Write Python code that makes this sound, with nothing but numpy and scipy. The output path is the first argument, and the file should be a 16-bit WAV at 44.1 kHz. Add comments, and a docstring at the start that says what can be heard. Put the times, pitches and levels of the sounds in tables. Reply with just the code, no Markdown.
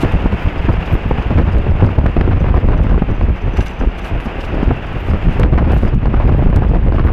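"""Off-road drive over desert gravel

A small microphone is held out of a side window of the moving vehicle. Eddies shed by the body buffet
it and overload it; between them the tyres roar on the sand. Grit sprays into the wheel arch, stones
rattle on the body, a loose panel knocks, a fitting jingles, the springs chirp and a few sharp ticks
cut through."""
import sys
import numpy as np
from scipy import signal
from scipy.fft import rfft, irfft, next_fast_len
from scipy.io import wavfile
from scipy.ndimage import uniform_filter1d

SR = 44100
rng = np.random.default_rng(int(sys.argv[2]) if len(sys.argv) > 2 else 0)


def output_pcm(signal):
    """Save a mono or channel-first signal as 16-bit PCM at the path in sys.argv[1].

    Samples are clipped to [-1, 1] before scaling.
    """
    pcm = np.clip(np.atleast_2d(signal).T, -1, 1) * 32767
    wavfile.write(sys.argv[1], SR, np.round(pcm).astype(np.int16))


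N = 313992
TIME = np.arange(N) / SR
SAND_FOLLOWS = 1.4   # dB of sand and stray grit per dB of tyre work

# spectrum of crushed gravel: frequency_hz, gain_db
CRUNCH_SPECTRUM = [(900, 1.5), (1600, 1.5), (2200, 0.5), (2700, 2.5), (3100, -5), (3500, -10.5),
                   (4100, -21.5), (5000, -24), (7000, -48.5)]
# slaps of air on the microphone port, dull thumps to sharp cracks: start_s, thump_db, crackle_db
AIR_SLAPS = [(0.034, -6.5, -54), (0.258, -6, -51), (0.46, -20, -60), (0.686, -9, -47), (0.952, -12, -60),
             (1.11, -6.5, -59), (1.184, -16.5, -62), (1.383, -12, -37), (1.666, -13, -50),
             (1.824, -6.5, -57), (2.059, -8, -42), (2.0623, -12, -26.5), (2.165, -9.5, -36),
             (2.21, -10, -30), (2.277, -12, -45), (2.442, -13.5, -43), (2.485, -16, -50), (2.542, -11, -45),
             (2.687, -11, -41), (2.843, -22, -53), (2.978, -12.5, -61), (3.02, -5, -41), (3.21, -14.5, -42),
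             (3.809, -16.5, -56), (4.257, -23, -60), (4.707, -4, -53), (4.715, -11.5, -57),
             (5.085, -18, -58), (5.112, -19, -58), (5.132, -32, -66), (5.396, -10, -46),
             (5.432, -7.5, -28.5), (5.577, -12.5, -38), (5.718, -23, -53), (6.056, -16.5, -38.5),
             (6.14, -13, -48), (6.281, -17.5, -53), (6.314, -15.5, -48), (6.423, -12.5, -52),
             (6.46, -15, -58), (6.528, -11, -58), (6.62, -12.5, -59), (6.648, -13, -43), (6.736, -14, -57),
             (6.863, -23, -62), (6.922, -16.5, -41), (6.983, -13.5, -52), (6.995, -10.5, -34.5),
             (7.103, -16.5, -57)]


def from_db(db):
    """Decibels to gain."""
    return 10 ** (np.asarray(db) / 20)


def rms_one(x):
    """Scale to unit power."""
    return x / np.sqrt(np.mean(x ** 2) + 1e-20)


def colour(x, spectrum):
    """Shape x by rows of (frequency_hz, gain_db), falling 30 dB an octave past the ends; rms 1."""
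    hz, db = np.transpose(spectrum)
    size = next_fast_len(N + 8192)
    log_hz = np.log2(np.maximum(np.fft.rfftfreq(size, 1 / SR), 1))
    octaves_outside = np.abs(log_hz - np.clip(log_hz, np.log2(hz[0]), np.log2(hz[-1])))
    gain = from_db(np.interp(log_hz, np.log2(hz), db) - 30 * octaves_outside)
    return rms_one(irfft(rfft(x, size) * gain, size)[:N])


def noise(spectrum):
    """Coloured noise, rms 1."""
    return colour(rng.standard_normal(N), spectrum)


def drift(rate_hz):
    """Smooth random wander, mostly slower than rate_hz; rms 1."""
    hop = 40
    pole = np.exp(-2 * np.pi * hop * rate_hz / SR)
    slow = signal.lfilter([1], [1, -2 * pole, pole * pole], rng.standard_normal(N // hop + 2002))[2000:]
    return np.interp(np.arange(N) / hop, np.arange(len(slow)), rms_one(slow))


def evened(x, span_s):
    """Hold the power of a noise steady over spans of this length."""
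    width = max(int(span_s * SR), 2)
    return x / np.sqrt(uniform_filter1d(uniform_filter1d(x ** 2, width), width) + 1e-3)


def swells(rows, rise=0.48, steep=2):
    """Gain of bell curves (peak_s, length_s, level_db) added in power; rise is the share before the top."""
    power = np.zeros(N)
    for peak_s, length, db in rows:
        near = slice(*np.searchsorted(TIME, [peak_s - 4 * length, peak_s + 4 * length]))
        age = (TIME[near] - peak_s) / length
        flank = np.where(age < 0, rise, 1 - rise)
        power[near] += from_db(db) ** 2 * np.exp(-np.abs(age / flank) ** steep)
    return np.sqrt(power)


def grains(per_s, spread_db):
    """Random impacts of uneven size."""
    sizes = from_db(spread_db * np.minimum(rng.exponential(1, N), 5))
    return (rng.random(N) < per_s / SR) * sizes * rng.choice([-1, 1], N)


def filtered(x, order, hz, kind):
    """Pass x through a maximally flat filter."""
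    return signal.sosfilt(signal.butter(order, hz, kind, fs=SR, output="sos"), x + 1e-18)


def ring(x, modes):
    """Sound x through resonances (pitch_hz, level_db, t60_s)."""
    ringing = 0
    for hz, db, t60 in modes:
        r = from_db(-60 / (t60 * SR))
        mode = signal.lfilter([1, 0, -1], [1, -2 * r * np.cos(2 * np.pi * hz / SR), r * r], x + 1e-18)
        ringing = ringing + from_db(db) * np.sqrt((1 - r * r) / 2) * mode
    return ringing


def ground_db():
    """How much harder than usual the tyres work the ground."""
    # tyre work along the track: time_s, level_db
    track = [(0.0, -31), (0.27, -33.5), (1.15, -34.5), (2.05, -38), (2.42, -37), (3.23, -39.5), (4.29, -37),
             (4.84, -36), (5.22, -37.5), (5.56, -42), (6.1, -41.5), (6.24, -37.5), (6.82, -41),
             (7.0, -42.5)]
    # looser gravel that the tyres dig into: peak_s, length_s, rise_db
    patches = [(0.917, 0.046, 2), (3.592, 0.046, 5.5), (4.05, 0.028, 2.5), (5.327, 0.14, 5.5),
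               (5.583, 0.037, 4.5), (5.73, 0.08, 9), (5.87, .05, 5), (6.98, 0.069, 6)]
    usual_db = -36.5
    digging_db = sum(rise * swells([(s, length, 0)]) for s, length, rise in patches)
    return np.interp(TIME, *np.transpose(track)) - usual_db + digging_db


def tyres():
    """Treads roar, crush gravel and throw up fine sand; all three follow the ground and its bumps."""
    # tread roar: frequency_hz, gain_db
    roar_spectrum = [(30, -8), (70, 5.5), (110, 7.5), (170, 15.5), (240, 0.5), (330, 7), (500, 3.5),
                     (780, 5.5), (1050, -1.5), (1500, -4), (2100, -13), (3000, -26), (4000, -55)]
    # flying sand: frequency_hz, gain_db
    sand_spectrum = [(3000, -5), (4200, -5.5), (4900, -2), (5600, -7), (6600, -8.5), (8500, -17.5),
                     (11000, -21), (13500, -17), (16000, -34.5)]
    work_db = ground_db() + 1.2 * drift(rate_hz=28)
    roar = from_db(-28.5 + work_db) * noise(roar_spectrum)
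    crunch = from_db(-34 + 0.95 * work_db) * colour(grains(per_s=9000, spread_db=-0.5), CRUNCH_SPECTRUM)
    sand = from_db(-60 + SAND_FOLLOWS * work_db) * colour(grains(per_s=3100, spread_db=1), sand_spectrum)
    return roar + crunch + sand


def gravel():
    """Showers of grit and pebbles rattle in the wheel arch, over a light patter that never stops."""
    # showers thrown into the arch: peak_s, length_s, level_db
    sprays = [(.025, 0.029, -40.5), (.121, .008, -51), (.42, 0.043, -61), (.73, .012, -55),
              (.86, 0.013, -56), (1.385, 0.03, -54), (1.53, .015, -64), (1.584, 0.0042, -47),
              (1.858, 0.0045, -49), (2.836, 0.0092, -51.5), (3.572, 0.014, -54), (3.61, 0.038, -52),
              (3.667, 0.013, -45), (3.7, .05, -55), (3.989, 0.014, -50), (4.07, 0.048, -50.5),
              (4.206, 0.0081, -50), (4.256, 0.022, -55.5), (4.41, 0.027, -56), (4.448, 0.033, -52),
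              (4.766, .01, -59), (4.89, .014, -61), (4.935, .015, -57), (4.99, .04, -63),
              (5.09, 0.078, -55.5), (5.242, .012, -57), (5.33, 0.034, -56), (5.721, 0.0058, -44),
              (5.78, 0.023, -48.5), (5.83, 0.057, -53.5)]
    # fine grit striking the arch: frequency_hz, gain_db
    grit_spectrum = [(2000, -3.5), (3800, 7.5), (4700, 0), (5400, -1.5), (6500, -3), (8500, -6),
                     (11000, -8), (13500, -9), (15500, -16.5)]
    patter = from_db(-71 + SAND_FOLLOWS * ground_db() + 6.5 * np.clip(drift(rate_hz=32), -2, 2))
    showers = np.hypot(from_db(3.5) * swells(sprays, rise=0.58), patter)
    pebbles = from_db(10.5) * colour(grains(per_s=1400, spread_db=7.5), CRUNCH_SPECTRUM)
    grit = colour(grains(per_s=9800, spread_db=4), grit_spectrum)
    return showers * (grit + pebbles)


def stones():
    """Single stones skitter on a body panel, each in a few quick contacts."""
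    # stone strikes: peak_s, level_db
    strikes = [(.265, -49), (.394, -54), (.581, -48), (.73, -45), (.86, -46), (1.009, -54), (1.525, -46.5),
               (1.707, -49), (1.858, -43.5), (2.57, -50), (2.599, -50), (2.654, -53), (3.223, -51),
               (4.258, -47), (4.409, -44), (4.447, -48), (4.545, -48), (4.63, -46), (4.866, -49),
               (5.101, -43), (5.849, -45), (5.879, -43.5), (6.271, -50), (6.688, -48), (6.943, -51)]
    # resonances of the body panel: pitch_hz, level_db, t60_s
    panel_modes = [(3750, -2, 0.009), (4820, -0.5, 0.014), (5060, -5, 0.009), (6100, -17.5, 0.0081)]
    skitter = swells([(s, 0.011, db) for s, db in strikes], rise=0.22)
    contacts = skitter * evened(grains(per_s=2100, spread_db=3), span_s=0.005)
    return from_db(-4.5) * ring(contacts, panel_modes)


def springs():
    """The springs scrape and catch in thin, rough chirps that glide as the load changes."""
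    # spring chirps: peak_s, length_s, pitch_hz, glide_hz_per_s, level_db
    chirps = [(.435, .023, 15000, 9002, -58), (0.888, .018, 14400, -12000, -60),
              (0.938, 0.023, 12900, -26000, -45.5), (1.087, .025, 14700, 2002, -60),
              (2.654, .016, 13600, 0, -63), (3.633, .023, 10900, 11996, -56), (4.058, .018, 10330, -2, -57),
              (4.218, .018, 10900, 15003, -60), (4.25, 0.018, 11300, 15008, -56),
              (5.008, .023, 13900, 2, -61), (5.07, .018, 14000, 3, -62), (5.741, 0.013, 12900, -9000, -48),
              (5.78, .018, 13100, -3000, -56), (6.28, .011, 13000, -25000, -57.5),
              (6.38, .011, 12700, -10000, -56), (6.437, .011, 13100, -15000, -60),
              (7.065, .023, 12800, 4004, -52)]
    # dry scraping under each chirp: frequency_hz, gain_db
    scrape_spectrum = [(6000, -10), (9000, -4.5), (13000, -5), (15500, -5)]
    peak_s, _, hz, glide, _ = np.transpose(chirps)
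    nearest = np.searchsorted((peak_s[1:] + peak_s[:-1]) / 2, TIME)
    pitch_hz = hz[nearest] + glide[nearest] * (TIME - peak_s[nearest])
    pitch_hz *= 1 + 0.03 * drift(rate_hz=900)
    envelope = swells([(s, length, db) for s, length, _, _, db in chirps])
    stick_slip = from_db(1 + 1.5 * drift(rate_hz=200))
    scrape = from_db(-9) * colour(grains(per_s=3000, spread_db=-1), scrape_spectrum)
    return envelope * stick_slip * (np.sin(2 * np.pi * np.cumsum(pitch_hz) / SR) + scrape)


def loose_fitting():
    """Each jolt makes a small metal part chatter and ring, then tremble in fits as it settles."""
    # jolts that shake the fitting: time_s, level_db
    jolts = [(2.398, -51), (2.776, -50.5), (2.89, -54), (3.11, -53), (3.16, -51.5), (3.2, -61),
             (3.245, -56), (3.358, -52), (3.415, -54), (3.534, -44), (3.57, -40), (3.606, -38),
             (3.667, -45), (3.733, -51), (3.762, -56), (3.796, -44), (3.986, -47), (4.028, -55),
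             (4.09, -53), (4.26, -49), (4.445, -49)]
    # resonances of the fitting: pitch_hz, level_db, t60_s
    fitting_modes = [(5950, -3, 0.018), (5980, -5.5, 0.022), (4960, -2.5, .007)]
    jingle_s, settle_s = 0.0068, 0.086
    shaking = swells([(s + 0.002, jingle_s, db) for s, db in jolts], rise=0.28)
    settling = swells([(s + 0.01, settle_s, db - 14) for s, db in jolts], rise=0.22)
    trembling = settling * from_db(6 * (drift(rate_hz=45) - 1))
    chatter = np.hypot(shaking, trembling) * rms_one(grains(per_s=1800, spread_db=4.5))
    contacts = filtered(chatter, 2, [4300, 8000], "band")
    return from_db(-4.5) * ring(chatter, fitting_modes) + from_db(-16) * contacts


def loose_panel():
    """Hard jolts bounce a loose panel against the body in a quick run of dull contacts."""
    # panel knocks: peak_s, level_db
    knocks = [(3.569, -35), (3.607, -30), (3.665, -34), (3.987, -44), (4.052, -36), (4.206, -43),
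              (4.408, -36), (4.447, -39)]
    # resonances of the loose panel: pitch_hz, level_db, t60_s
    panel_modes = [(1650, -1, 0.016), (2150, -3, 0.014), (2750, -2, 0.028), (3500, -21.5, 0.011)]
    bouncing = swells([(s, 0.012, db) for s, db in knocks], rise=0.25)
    contacts = bouncing * evened(grains(per_s=1200, spread_db=3), span_s=0.006)
    return ring(filtered(contacts, 2, 5500, "low"), panel_modes)


def ticks():
    """Single bright ticks with no ring."""
    # sharp, dry ticks: start_s, level_db
    hits = [(1.869, -33), (1.989, -28), (5.3985, -13.5), (5.949, -28.5), (6.562, -13.5)]
    start_s, level_db = np.transpose(hits)
    impulses = np.bincount((start_s * SR).astype(int), from_db(level_db), N)
    return from_db(8.5) * filtered(impulses, 1, [1500, 5000], "band")


def wake():
    """Gains of rumble and flutter in the body's wake, which sheds eddies at random."""
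    # strength of the wake at the microphone: time_s, level_db
    strength = [(0.0, -26), (1.05, -26), (1.64, -20), (2.12, -14), (2.42, -17.5), (2.74, -14.5),
                (3.57, -27), (3.81, -38.5), (5.02, -29), (5.57, -16), (5.89, -16), (6.43, -13.5),
                (6.7, -12), (7.12, -15.5)]
    # the wake swings off the microphone: deepest_s, length_s, depth_db
    lulls = [(0.394, 0.087, 8), (0.53, 0.032, 11), (0.866, 0.07, 5.5), (1.0, 0.09, 5), (1.218, 0.035, 20),
             (1.63, 0.023, 15), (1.762, 0.037, 12.5), (1.96, 0.07, 14), (2.131, 0.039, 20),
             (2.397, 0.013, 22), (2.433, .008, 10), (2.604, 0.014, 14), (2.777, .018, 11.5),
             (2.885, 0.016, 11), (2.994, 0.017, 22), (3.064, 0.016, 14), (3.168, 0.03, 7),
             (3.403, 0.051, 31), (5.207, 0.029, 8), (5.329, 0.033, 20), (5.425, .014, 5), (5.487, 0.045, 9),
             (5.813, 0.021, 4), (5.983, 0.069, 22), (6.11, 0.028, 5.5), (6.3, 0.017, 0.5), (6.4, 0.03, 7),
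             (6.605, 0.014, 5.5), (6.664, 0.049, 8), (6.73, 0.018, 5), (6.817, 0.057, 9), (7.018, 0.01, 8)]
    full_wake_db = -15
    wake_db = np.interp(TIME, *np.transpose(strength)) - full_wake_db
    lull_db = sum(depth * swells([(s, length, 0)]) for s, length, depth in lulls)
    eddies_db = 2.5 * drift(rate_hz=36) - lull_db
    rumble_db = -7.5 + 1.1 * wake_db + eddies_db
    flutter_db = -20.5 + 0.85 * wake_db + eddies_db + 3 * drift(rate_hz=33)
    return from_db(rumble_db), from_db(flutter_db)


def wind():
    """Eddies heave the air at the port; fine turbulence tears off where the pressure swings fastest."""
    # gusts that stand out of the wake: peak_s, length_s, rumble_db, flutter_db
    gusts = np.array([(0.04, 0.029, -6.5, -17.5), (0.145, 0.032, -6, -21), (0.254, 0.024, -5.5, -18),
                      (0.333, 0.025, -8, -19), (0.464, 0.024, -5, -25), (0.6, 0.016, -15, -30),
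                      (0.649, 0.0062, -14, -35), (0.692, 0.021, -1, -12), (0.74, 0.015, -5, -17.5),
                      (0.783, 0.013, -6.5, -38), (0.938, 0.036, -6.5, -22), (1.061, 0.011, -6, -24),
                      (1.115, 0.011, 1, -18.5), (1.19, 0.026, -14, -21), (1.314, 0.023, -12.5, -19),
                      (1.388, 0.06, -5, -16.5), (1.48, 0.016, -0.5, -18), (1.563, 0.069, -9.5, -24.5),
                      (1.737, 0.039, -11, -33), (1.836, 0.047, -1.5, -17), (1.988, 0.016, -1, -12.5),
                      (2.193, 0.04, -15, -22), (2.287, 0.021, -8.5, -26), (2.425, 0.022, -5.5, -35),
                      (2.484, 0.028, -8, -33), (2.579, 0.014, -7.5, -9.5), (2.687, 0.12, -11.5, -21.5),
                      (2.828, 0.11, -14.5, -23), (2.93, 0.067, -6.5, -21), (3.105, 0.024, -11.5, -21),
                      (3.231, 0.026, -6, -20), (3.288, 0.044, -7.5, -31), (3.452, 0.056, -14, -32),
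                      (3.595, 0.029, -7, -19), (3.82, 0.046, -11.5, -18.5), (3.874, 0.017, -5.5, -21),
                      (4.137, 0.065, -14.5, -28), (4.266, 0.0114, -11.5, -17), (4.57, 0.13, -17, -23.5),
                      (4.633, 0.0069, -10, -9), (4.684, 0.051, -6, -20.5), (4.96, 0.025, -19.5, -28),
                      (5.118, 0.054, -8.5, -17.5), (5.278, 0.05, -4.5, -23), (5.427, 0.073, -4, -16),
                      (5.529, 0.022, -4.5, -19), (5.714, 0.037, -9, -14), (5.754, 0.029, -7, -36),
                      (5.854, 0.011, -6.5, -16.5), (5.96, 0.037, -5.5, -47), (6.068, 0.057, -10, -22),
                      (6.254, .022, -13, -20.5), (6.462, 0.038, -3, -26), (6.5, 0.025, -6.5, -19),
                      (6.55, 0.018, -12, -17), (6.699, 0.011, -3, -32), (6.755, 0.021, -5, -12.5),
                      (6.866, 0.036, -4, -31), (7.06, 0.028, -10.5, -18.5)])
    # heaving air: frequency_hz, gain_db
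    rumble_spectrum = [(12, -12), (24, -0.5), (48, 1.5), (75, -2.5), (120, -9), (180, -14), (260, -27),
                       (500, -56)]
    # tilt that makes the wake's big eddies deeper than the gusts: frequency_hz, gain_db
    wake_tilt = [(12, -4), (40, -5.5), (62, -4.5), (88, -2.5), (125, -4), (200, -7.5), (500, -5.5)]
    # fine turbulence: frequency_hz, gain_db
    flutter_spectrum = [(100, -30.5), (200, 10), (290, 7), (450, -1.5), (750, -9.5), (1300, -15.5),
                        (2200, -22.5), (3200, -36.5), (4500, -41.5), (7000, -59.5)]
    # tiny eddies popping on the port: frequency_hz, gain_db
    pop_spectrum = [(200, -5), (500, 16.5), (1100, -1.5), (1800, -19.5), (3000, -23.5), (4500, -48.5)]
    # deep, steady slipstream: frequency_hz, gain_db
    slipstream_spectrum = [(12, -4), (22, -3), (36, 2.5), (55, -3), (110, -27.5), (220, -32), (400, -22.5)]
    wake_rumble, wake_flutter = wake()
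    heave = evened(noise(rumble_spectrum), span_s=0.045)
    deep_heave = evened(colour(heave, wake_tilt), span_s=0.12)
    # a gust takes over from the wake while it lasts
    gust_rumble = from_db(2) * swells(gusts[:, [0, 1, 2]], rise=0.4, steep=2.42)
    rumble = gust_rumble ** 2 * heave + wake_rumble ** 2 * deep_heave
    rumble /= np.hypot(gust_rumble, wake_rumble)

    tearing = np.hypot(0.5, rms_one(np.gradient(heave))) * from_db(1.8 * drift(rate_hz=66))
    flutter = evened(noise(flutter_spectrum) * tearing, span_s=0.026)
    pops = from_db(-10) * colour(grains(per_s=59, spread_db=1), pop_spectrum)
    gust_flutter = from_db(2.5) * swells(gusts[:, [0, 1, 3]], rise=0.4, steep=3.2)
    turbulence = np.sqrt(gust_flutter ** 2 + wake_flutter ** 2 + from_db(-39.5) ** 2)
    slipstream = from_db(-25.5) * evened(noise(slipstream_spectrum), span_s=0.051)
    # the flow runs smooth just before a slap
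    calm_s, calm_db = 0.011, -6.5
    calm = swells([(s - calm_s / 2, calm_s, 0) for s, _, _ in AIR_SLAPS], rise=0.54, steep=3.8)
    return rumble + from_db(calm_db * calm) * turbulence * (flutter + pops) + slipstream


def rips(air):
    """Air tears along the edge of the port: the buffeting eases and breaks into tiny pressure snaps."""
    # ragged bursts of tearing: peak_s, length_s, level_db
    bursts = [(0.26, .012, -26), (0.47, .012, -37), (1.383, 0.016, -16.5), (1.487, 0.024, -26),
              (1.81, 0.014, -25), (1.843, 0.0084, -17), (2.32, 0.023, -23.5), (2.375, 0.011, -27.5),
              (2.462, 0.012, -24.5), (2.502, 0.032, -30), (2.574, 0.026, -29), (2.73, 0.031, -23.5),
              (2.913, 0.035, -26), (4.648, 0.036, -34), (5.288, 0.009, -23.5), (5.54, 0.0086, -22.5),
              (5.586, 0.02, -19), (5.649, 0.018, -27.5), (5.711, 0.037, -24), (5.873, 0.068, -33.5),
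              (6.07, 0.015, -29), (6.14, 0.013, -23), (6.168, 0.02, -30), (6.219, 0.038, -26.5),
              (6.281, .012, -26), (6.346, 0.026, -27.5), (6.435, 0.01, -28), (6.475, 0.0093, -22),
              (6.533, 0.012, -26), (6.569, 0.016, -20.5), (6.635, 0.011, -25), (6.76, 0.016, -26),
              (6.829, 0.0074, -30), (7.041, 0.0076, -28), (7.068, 0.013, -22), (7.09, 0.015, -23)]
    # pressure snaps: frequency_hz, gain_db
    snap_spectrum = [(350, 0.5), (800, 11), (1500, 3.5), (2400, -7), (3300, -14.5), (4300, -26.5),
                     (5600, -31), (7500, -52), (10000, -57)]
    snaps = evened(colour(grains(per_s=1100, spread_db=2), snap_spectrum), span_s=0.003)
    torn = np.minimum(swells([(s, length, 0) for s, length, _ in bursts], rise=0.35, steep=3.8), 1)
    return (1 - 0.24 * torn) * air + from_db(2) * swells(bursts, rise=0.39, steep=2.6) * snaps


def slaps(air):
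    """The flow breaks off the port: the gust lets go, the pressure flips and a short crackle follows."""
    slap_s, crackle_s, flip_s, flip_lag_s = 0.0044, 0.0038, 0.0012, 0.0015
    flips = np.zeros(N)
    for s, db, _ in AIR_SLAPS:
        near = slice(*np.searchsorted(TIME, [s - slap_s, s + 2 * slap_s]))
        age = (TIME[near] - s - flip_lag_s) / flip_s
        flips[near] += from_db(db + 12.5) * rng.choice([-1, 1]) * age * np.exp(-age ** 2)
    letting_go = swells([(s + 0.0019, slap_s, 0) for s, _, _ in AIR_SLAPS], rise=0.81)
    thump_gain = swells([(s + 0.0005, slap_s, db + 2) for s, db, _ in AIR_SLAPS], rise=0.15)
    crackle_gain = swells([(s + 0.0005, crackle_s, db + 12.5) for s, _, db in AIR_SLAPS], rise=0.12)
    # dull body of a slap: frequency_hz, gain_db
    thump_spectrum = [(150, 7.5), (350, 5.5), (900, -4), (1600, -16), (2600, -32), (4000, -48.5)]
    # its sharp edge: frequency_hz, gain_db
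    crackle_spectrum = [(900, 4), (1800, 14), (3200, -3.5), (4200, -9.5), (6500, -28), (10000, -37)]
    thump = thump_gain * evened(noise(thump_spectrum), span_s=0.0044)
    crackle = crackle_gain * evened(noise(crackle_spectrum), span_s=0.0022)
    pressure = np.clip(1 - 0.79 * letting_go, 0, 1) * air + flips + thump
    venting = np.hypot(1, crackle_gain / from_db(-18))   # a loud crackle vents the pressure on the port
    return pressure / venting + crackle


def limiter(x):
    """Gain that ducks under loud peaks and climbs back at a steady rate."""
    threshold_db, slope, attack_s, release_db_per_s = -4.5, 0.4, 0.037, 73.5
    duck_db = slope * np.maximum(20 * np.log10(np.abs(x) + 1e-9) - threshold_db, 0)
    climb_db = release_db_per_s * TIME
    held_db = np.maximum.accumulate(duck_db + climb_db, axis=-1) - climb_db
    pole = np.exp(-1 / (attack_s * SR))
    return from_db(-signal.lfilter([1 - pole], [1, -pole], held_db))


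def scene():
    """Wind right on the microphone, over the tyres and the rattling vehicle; mono."""
    air = slaps(rips(wind()))
    return (air + tyres() + gravel() + stones() + loose_panel() + loose_fitting() + springs())[None]


def record(dry):
    """Strong gusts duck the gain and saturate the microphone; ticks cut through; the top is cut."""
    ceiling = 0.73
    squeezed = ceiling * np.tanh(dry * limiter(dry) / ceiling)
    top_cut = signal.cheby2(14, 60, 16400, fs=SR, output="sos")
    return signal.sosfilt(top_cut, squeezed + ticks())


dry = scene()
out = record(dry)
output_pcm(out)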